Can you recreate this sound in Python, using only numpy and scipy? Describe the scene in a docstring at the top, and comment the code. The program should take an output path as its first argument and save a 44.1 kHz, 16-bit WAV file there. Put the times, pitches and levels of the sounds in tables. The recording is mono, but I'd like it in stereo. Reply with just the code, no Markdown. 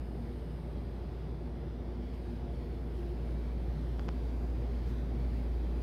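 """A deep hum and a soft rumble fill a quiet storage room, with a hiss of air and a faint buzz.
A ventilation fan makes the hum, air churning in its duct makes the rumble, and a lamp buzzes.
We listen from a hand-held camera carried slowly sideways towards the vent, so fan and air grow louder.
A finger knocks twice on the camera beside the right microphone, and a sleeve brushes now and then."""
import sys
import numpy as np
from scipy import signal
from scipy.fft import rfft, irfft
from scipy.io import wavfile

SR = 44100
rng = np.random.default_rng(int(sys.argv[2]) if len(sys.argv) > 2 else 0)


def unload_wav(signal):
    """Save mono or channel-first audio to the path in sys.argv[1] as 16-bit WAV at rate SR, clipped to [-1, 1]."""
    wavfile.write(
        sys.argv[1],
        SR,
        np.round(np.clip(np.atleast_2d(signal).T, -1, 1) * 32767).astype(np.int16),
    )


N = 256662
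TIME, BINS_HZ = np.arange(N) / SR, np.fft.rfftfreq(N, 1 / SR)
FAN_HZ, MAINS_HZ, CUTOFF_HZ = 57.78, 60.02, 15750
SIDES = np.array([[1], [-1]])   # left up, right down: a "lean" is left minus right, in dB


def fan(wander_hz=0.039, waver_db=0.34, lean_db=2.5, centring_db=1.5):
    """The spinning shaft hums deeply, growing in surges; the motor adds a magnetic hum."""
    # Each row: time in seconds, level of the deep hum in dB.
    hum_levels = [(0, -40), (2.0, -40.5), (2.7, -39.5), (3.0, -37.5), (3.33, -35.5), (3.6, -35.5),
                  (4.2, -34.8), (4.44, -33.4), (4.65, -34), (5.07, -35.5), (5.23, -32.5), (5.42, -34),
                  (5.65, -32.5), (5.82, -33.4)]
    # Overtones of the shaft, then of the mains in the motor. Rows are as in standing_tones.
    shaft_tones = [(6, -59, 1, 0.51, 0.048, 6), (7, -69.5, -6, 0.93, 0.15, 9.5),
                   (8, -73.5, -5, 0.83, 0.04, 1)]
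    motor_tones = [(2, -60.5, .5, .85, 0.1, 6), (4, -64, -7, 0.89, 0.018, 6)]
    turns = np.cumsum(FAN_HZ + wander_hz * drift(rate_hz=1.45)) / SR
    hum_db = in_time(hum_levels)[0] + waver_db * drift(rate_hz=6.0)
    pan_db = (lean_db - centring_db * walked()) / 2 * SIDES   # from the left towards the middle
    hum = from_db(hum_db + pan_db) * tone(turns)
    overtones = standing_tones(turns, shaft_tones, waver_db=1.3)
    motor = standing_tones(MAINS_HZ * TIME, motor_tones, waver_db=-4.5)
    return hum + overtones + motor


def standing_tones(turns, rows, waver_db):
    """Each tone wavers, and swells as we pass the spot where its echoes add up (a standing wave)."""
    way, out = walked(), 0
    # Each row: multiple of the base pitch, level in dB, lean in dB, loudest spot and its width
    # (both as shares of the walk), boost at that spot in dB.
    for multiple, level_db, lean_db, spot, width, boost_db in rows:
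        swell_db = boost_db * bell(way, spot, width) + waver_db * drift(rate_hz=5.9)
        out = out + from_db(level_db + swell_db + lean_db / 2 * SIDES) * tone(turns, round(multiple))
    return out


def rumble(pan_db=-0.55, flutter_db=0.53):
    """Air churns in the duct, louder at the pitches where the room and the duct ring."""
    # The plain rumble. Each row: frequency in Hz, level in dB.
    colour = [(20, -80), (35, -81), (46, -82), (66, -65), (105, -68), (170, -71.5), (290, -77),
              (400, -74.5), (520, -80), (800, -82), (1400, -90.5), (2200, -97), (3000, -112), (6000, -135)]
    # Where it rings. Each row: frequency in Hz, width in Hz, boost in dB, lean in dB.
    resonances = [(73.8, 14.6, 4.5, 5), (131.6, 24.5, 4.5, 1), (156.7, 9.8, 8, 2), (187.2, 18, 6, 2),
                  (244.3, 37, 8.5, -1), (310, 21, 7, 1), (362.4, 45, 4.5, 4.5), (469.5, 38, 5, 0.5),
                  (579.5, 38, 4.5, -0.5), (700, 22, 4.5, 1.5), (842, 16, 2.5, -0.5)]
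    density_db = at_hz(colour, BINS_HZ) + pan_db * SIDES
    for hz, width_hz, boost_db, lean_db in resonances:
        density_db += bell(BINS_HZ, hz, width_hz / 2) * (boost_db + lean_db / 2 * SIDES)
    return diffuse_noise(density_db) * from_db(flutter_db * drift(rate_hz=19.0))


def hiss(coarse_db, fine_db, split_hz=6000, flutter_db=0.5):
    """Air hisses at the vent; its lower, coarse part and its higher, fine part each have a gain."""
    # Each row: frequency in Hz, left level in dB, right level in dB.
    colour = [(500, -110, -104), (1470, -103, -93), (2360, -104, -96), (2690, -108.5, -97.5),
              (3370, -107.5, -96.5), (3940, -112.5, -99), (4940, -112, -100.5), (5700, -117, -108),
              (6500, -116.5, -113), (7600, -117, -120), (8400, -116, -125), (9500, -114, -122.5),
              (10500, -119.5, -123), (11400, -117.5, -119.5), (12200, -120, -122), (14100, -118, -122.5),
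              (15400, -120, -125)]
    noise = shifting_colour(diffuse_noise(at_hz(colour, BINS_HZ)), depth_db=2.1, band_hz=319)
    coarse = irfft(rfft(noise) / (1 + (BINS_HZ / split_hz) ** 8), N)
    air = from_db(coarse_db) * coarse + from_db(fine_db) * (noise - coarse)
    return air * from_db(flutter_db * drift(rate_hz=9.3))


def shifting_colour(x, depth_db, band_hz, count=7):
    """Neighbouring bands rise and fall on their own, as echoes do at a moving microphone."""
    spectrum, out = rfft(x), 0
    for k in range(count):
        bands_away = np.abs((BINS_HZ / band_hz - k + count / 2) % count - count / 2)
        bands = irfft(spectrum * np.clip(1 - bands_away, 0, 1), N)
        out = out + bands * from_db(depth_db * drift(rate_hz=4.0))
    return out


def swells():
    """Now and then the air noise gathers in one narrow band and rings softly."""
    # Each row: peak time and spread in seconds, pitch and width in Hz, level in dB, lean in dB.
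    bands = [(0.2, 0.083, 726, 130, -78.5, 0), (0.2, .07, 235, 19, -63, 0), (0.45, .16, 154, 25, -62.5, 0),
             (1.15, 0.15, 3360, 240, -101, -9), (2.057, 0.16, 242, 17.5, -62, 1),
             (2.5, 0.13, 2300, 120, -98, -6), (2.9, 0.5, 3480, 260, -103, -6),
             (3.063, 0.091, 357, 35, -63, 0), (3.34, 0.17, 130, 28, -58, 0),
             (3.4, 0.093, 2300, 54, -86.5, -6), (3.828, 0.072, 153.5, 18, -58, 1),
             (4.318, 0.073, 258, 29, -63, -3), (4.95, 0.57, 120.4, 21, -61.5, -2),
             (5.427, 0.13, 249, 22, -59.5, -1), (5.6, 0.36, 1930, 400, -97, -10)]
    out = 0
    for peak_s, spread_s, hz, width_hz, level_db, lean_db in bands:
        band_db = -20 * np.log10(1 + (2 * (BINS_HZ - hz) / width_hz) ** 4)
        noise = diffuse_noise(level_db + band_db + lean_db / 2 * SIDES)
        out = out + noise * bell(TIME, peak_s, spread_s)
    return out


def knocks(snap_db=13.5, press_db=28, press_lead_s=0.00046, far_side_db=-26):
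    """A finger's dull press, sharp snap and short rebound pass through the shell to the right side."""
    # Contacts, bunched into two knocks. Each row: time in seconds, strength in dB, extra push in dB.
    touches = [(3.99487, -29.5, 1), (3.99548, -33.5, -4), (4.08345, -37.5, 5.5), (4.08545, -28, -4),
               (4.0894, -23.3, 1.5)]
    # How the camera's shell rings. Each row: pitch in Hz, level in dB, seconds to fade by 60 dB.
    shell = [(215, -8, 0.022), (420, -11, 0.0047), (766, -13, 0.0021), (1530, -0.5, 0.003)]
    snaps, pushes = np.zeros((2, N))
    for start_s, strength_db, push_db in touches:
        snaps[round(start_s * SR)] += from_db(strength_db + snap_db)
        pushes[round(start_s * SR)] += from_db(strength_db + push_db)
    snap = low_pass(snaps, hz=2500, order=1)
    push = low_pass(pushes, hz=1600, order=2)   # the fingertip gives, so the rebound follows the snap
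    rebound = sum(from_db(level_db) * ring(push, hz, t60) for hz, level_db, t60 in shell)
    early_pushes = np.roll(pushes, -round(press_lead_s * SR))   # the pad of the finger lands first
    press = from_db(press_db) * low_pass(early_pushes, hz=600, order=2)
    return low_pass(rebound - snap - press, hz=6200, order=7) * from_db([[far_side_db], [0]])


def lamp(places=44, near_echo=0.4, echo_delay_s=(0.00041, 0.002)):
    """The lamp buzzes twice per mains cycle; echoes differ from place to place, so it shimmers."""
    # The buzz's overtones. Each row: frequency in Hz, left level in dB, right level in dB.
    colour = [(3100, -105, -101), (4050, -103, -88), (4770, -96, -91), (5170, -102, -91),
              (5970, -111, -102), (7700, -107, -113), (8200, -100, -112), (9200, -92, -106),
              (10030, -93, -105), (10540, -102, -107), (11500, -95.5, -100), (12400, -102, -107),
              (12600, -99, -103), (13200, -100, -107), (14400, -95, -107), (15300, -107, -119)]
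    # Each row: time in seconds, gain of the buzz in dB.
    loudness = [(0, 4), (1.1, -0.5), (1.85, -0.5), (2.3, 1), (3.0, 5.5), (5.0, 1), (5.82, 6)]
    # Overtones of the mains that stand out as a thin whine. Rows are as in standing_tones.
    whine = [(78, -97, -12, .1, .2, 5), (80, -95, -12, .85, .08, 7), (82, -94, -12, .045, .05, 9),
             (142, -102.5, 20, .072, .021, 11.5), (154, -101, 14, 1, .035, 12),
             (158, -103, 14, .068, .016, 9), (160, -102, 14, .073, .013, 10.5),
             (166, -102, 14, .04, .014, 7), (192, -103.5, 12, .06, .016, 8), (242, -106, 14, .86, .04, 12)]
    multiples = 2 * np.arange(2049)
    overtones_hz = MAINS_HZ * multiples
    in_range = (overtones_hz > colour[0][0]) & (overtones_hz < CUTOFF_HZ)
    whining = np.isin(multiples, [row[0] for row in whine])
    strength = from_db(at_hz(colour, overtones_hz)) * (in_range & ~whining)
    places_passed = (places - 1) * walked()
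    phase = 2 * MAINS_HZ * TIME % 1
    buzz = np.zeros((2, N))
    for place in range(places):
        echoes = rng.standard_normal(strength.shape) + 1j * rng.standard_normal(strength.shape)
        # one echo from close by groups the overtones into bands
        reflection = near_echo * np.exp(-2j * np.pi * overtones_hz * rng.uniform(*echo_delay_s))
        bands = (1 + reflection) / np.hypot(1, near_echo)
        cycles = irfft(strength * echoes * bands) * (len(overtones_hz) - 1)   # one for each side
        grid = np.linspace(0, 1, cycles.shape[1], endpoint=False)
        near = np.abs(places_passed - place) < 1
        fade = np.cos(np.pi / 2 * (places_passed[near] - place))
        buzz[:, near] += fade * [np.interp(phase[near], grid, cycle) for cycle in cycles]
    return from_db(in_time(loudness)) * buzz + standing_tones(MAINS_HZ * TIME, whine, waver_db=1.5)


def sleeve():
    """Cloth slides in short, soft swishes."""
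    # Each row: peak time in seconds, spread in seconds, gain in dB.
    brushes = [(2.145, .01, -3), (2.99, .035, -5), (4.03, 0.044, -4), (4.416, 0.17, -3), (4.893, .021, 2)]
    # The rubbing noise. Each row: frequency in Hz, left level in dB, right level in dB.
    cloth = [(2000, -125, -120), (4500, -113, -102), (6800, -113, -106), (9000, -110, -119),
             (13000, -111, -119), (16000, -117, -124)]
    strokes = sum(from_db(db) * bell(TIME, peak_s, spread_s) for peak_s, spread_s, db in brushes)
    return strokes * diffuse_noise(at_hz(cloth, BINS_HZ))


def diffuse_noise(density_db, lag_s=.00033, lag_from_hz=600):
    """Noise from all around, in dB per Hz: alike on both sides in the bass, unrelated in the treble."""
    # Each row: frequency in Hz, how alike the two microphones are (1 means the same).
    likeness = [(60, 0.85), (130, 0.98), (290, 0.85), (640, 0.35), (1000, 0.66), (1410, 0.45),
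                (3100, 0.071), (6800, 0.063)]
    mid, side = rfft(rng.standard_normal((2, N)))
    alike = np.clip(at_hz(likeness, BINS_HZ), -1, 1)
    pair = np.sqrt(1 + alike) * mid + np.sqrt(1 - alike) * side * SIDES
    # higher sounds reach the right microphone first
    left_delay_s = lag_s * (1 - np.exp(-(BINS_HZ / lag_from_hz) ** 2))
    pair[0] *= np.exp(-2j * np.pi * BINS_HZ * left_delay_s)
    return irfft(pair * from_db(density_db), N) * np.sqrt(SR) / 2


def walked():
    """How far along the camera is at every sample: it lingers, steps sideways, then slows."""
    # Each row: time in seconds, share of the walk from 0 to 1.
    path = [(0, 0.086), (2.0, 0.02), (2.7, 0.17), (3.1, 0.59), (4.3, 0.83), (5.82, 1)]
    return np.clip(in_time(path)[0], 0, 1)


def from_db(db):
    """Turns decibels into a gain."""
    return 10 ** (np.asarray(db) / 20)


def bell(x, centre, spread):
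    """A smooth bump of height 1."""
    return np.exp(-.5 * ((x - centre) / spread) ** 2)


def in_time(rows):
    """Joins a table's points with straight lines, giving values at every sample."""
    seconds, *columns = np.transpose(rows)
    return np.array([np.interp(TIME, seconds, c) for c in columns])


def at_hz(rows, hz):
    """Reads a table at the given frequencies, with octaves evenly spaced."""
    points, *columns = np.transpose(rows)
    return np.array([np.interp(np.log(hz + 1e-9), np.log(points), c) for c in columns])


def drift(rate_hz):
    """Slow random wandering with a spread of 1."""
    slow = irfft(rfft(rng.standard_normal(N)) / (1 + (BINS_HZ / rate_hz) ** 2) ** 2, N)
    return (slow - slow.mean()) / slow.std()


def tone(turns, multiple=1):
    """A pure tone of power 1 at a multiple of a rotation; it starts anywhere in its cycle."""
    return np.sqrt(2) * np.sin(2 * np.pi * (multiple * turns + rng.random()))


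def ring(clicks, hz, t60):
    """Each click starts a tone that fades by 60 dB in t60 seconds."""
    decay, angle = from_db(-60 / (t60 * SR)), 2 * np.pi * hz / SR
    return signal.lfilter([0, np.sin(angle)], [1, -2 * decay * np.cos(angle), decay ** 2], clicks + 1e-18)


def low_pass(x, hz, order):
    """Softens the sound above hz; a higher order cuts more steeply."""
    return signal.sosfilt(signal.butter(order, min(hz, .45 * SR), fs=SR, output="sos"), x + 1e-18)


def scene():
    """Fan, air and lamp fill the room; the air grows louder towards the vent, its fine hiss most."""
    way = walked()
    duct = from_db(-0.74 + 1.5 * way) * rumble()
    air = hiss(coarse_db=-0.58 + 3 * way, fine_db=-1.5 + 5.5 * way)
    return fan() + duct + air + swells() + lamp() + knocks() + sleeve()


def record(dry):
    """The highest treble is cut off steeply."""
    return signal.sosfilt(signal.ellip(10, .1, 70, CUTOFF_HZ, fs=SR, output="sos"), dry)


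dry = scene()
out = record(dry)
unload_wav(out)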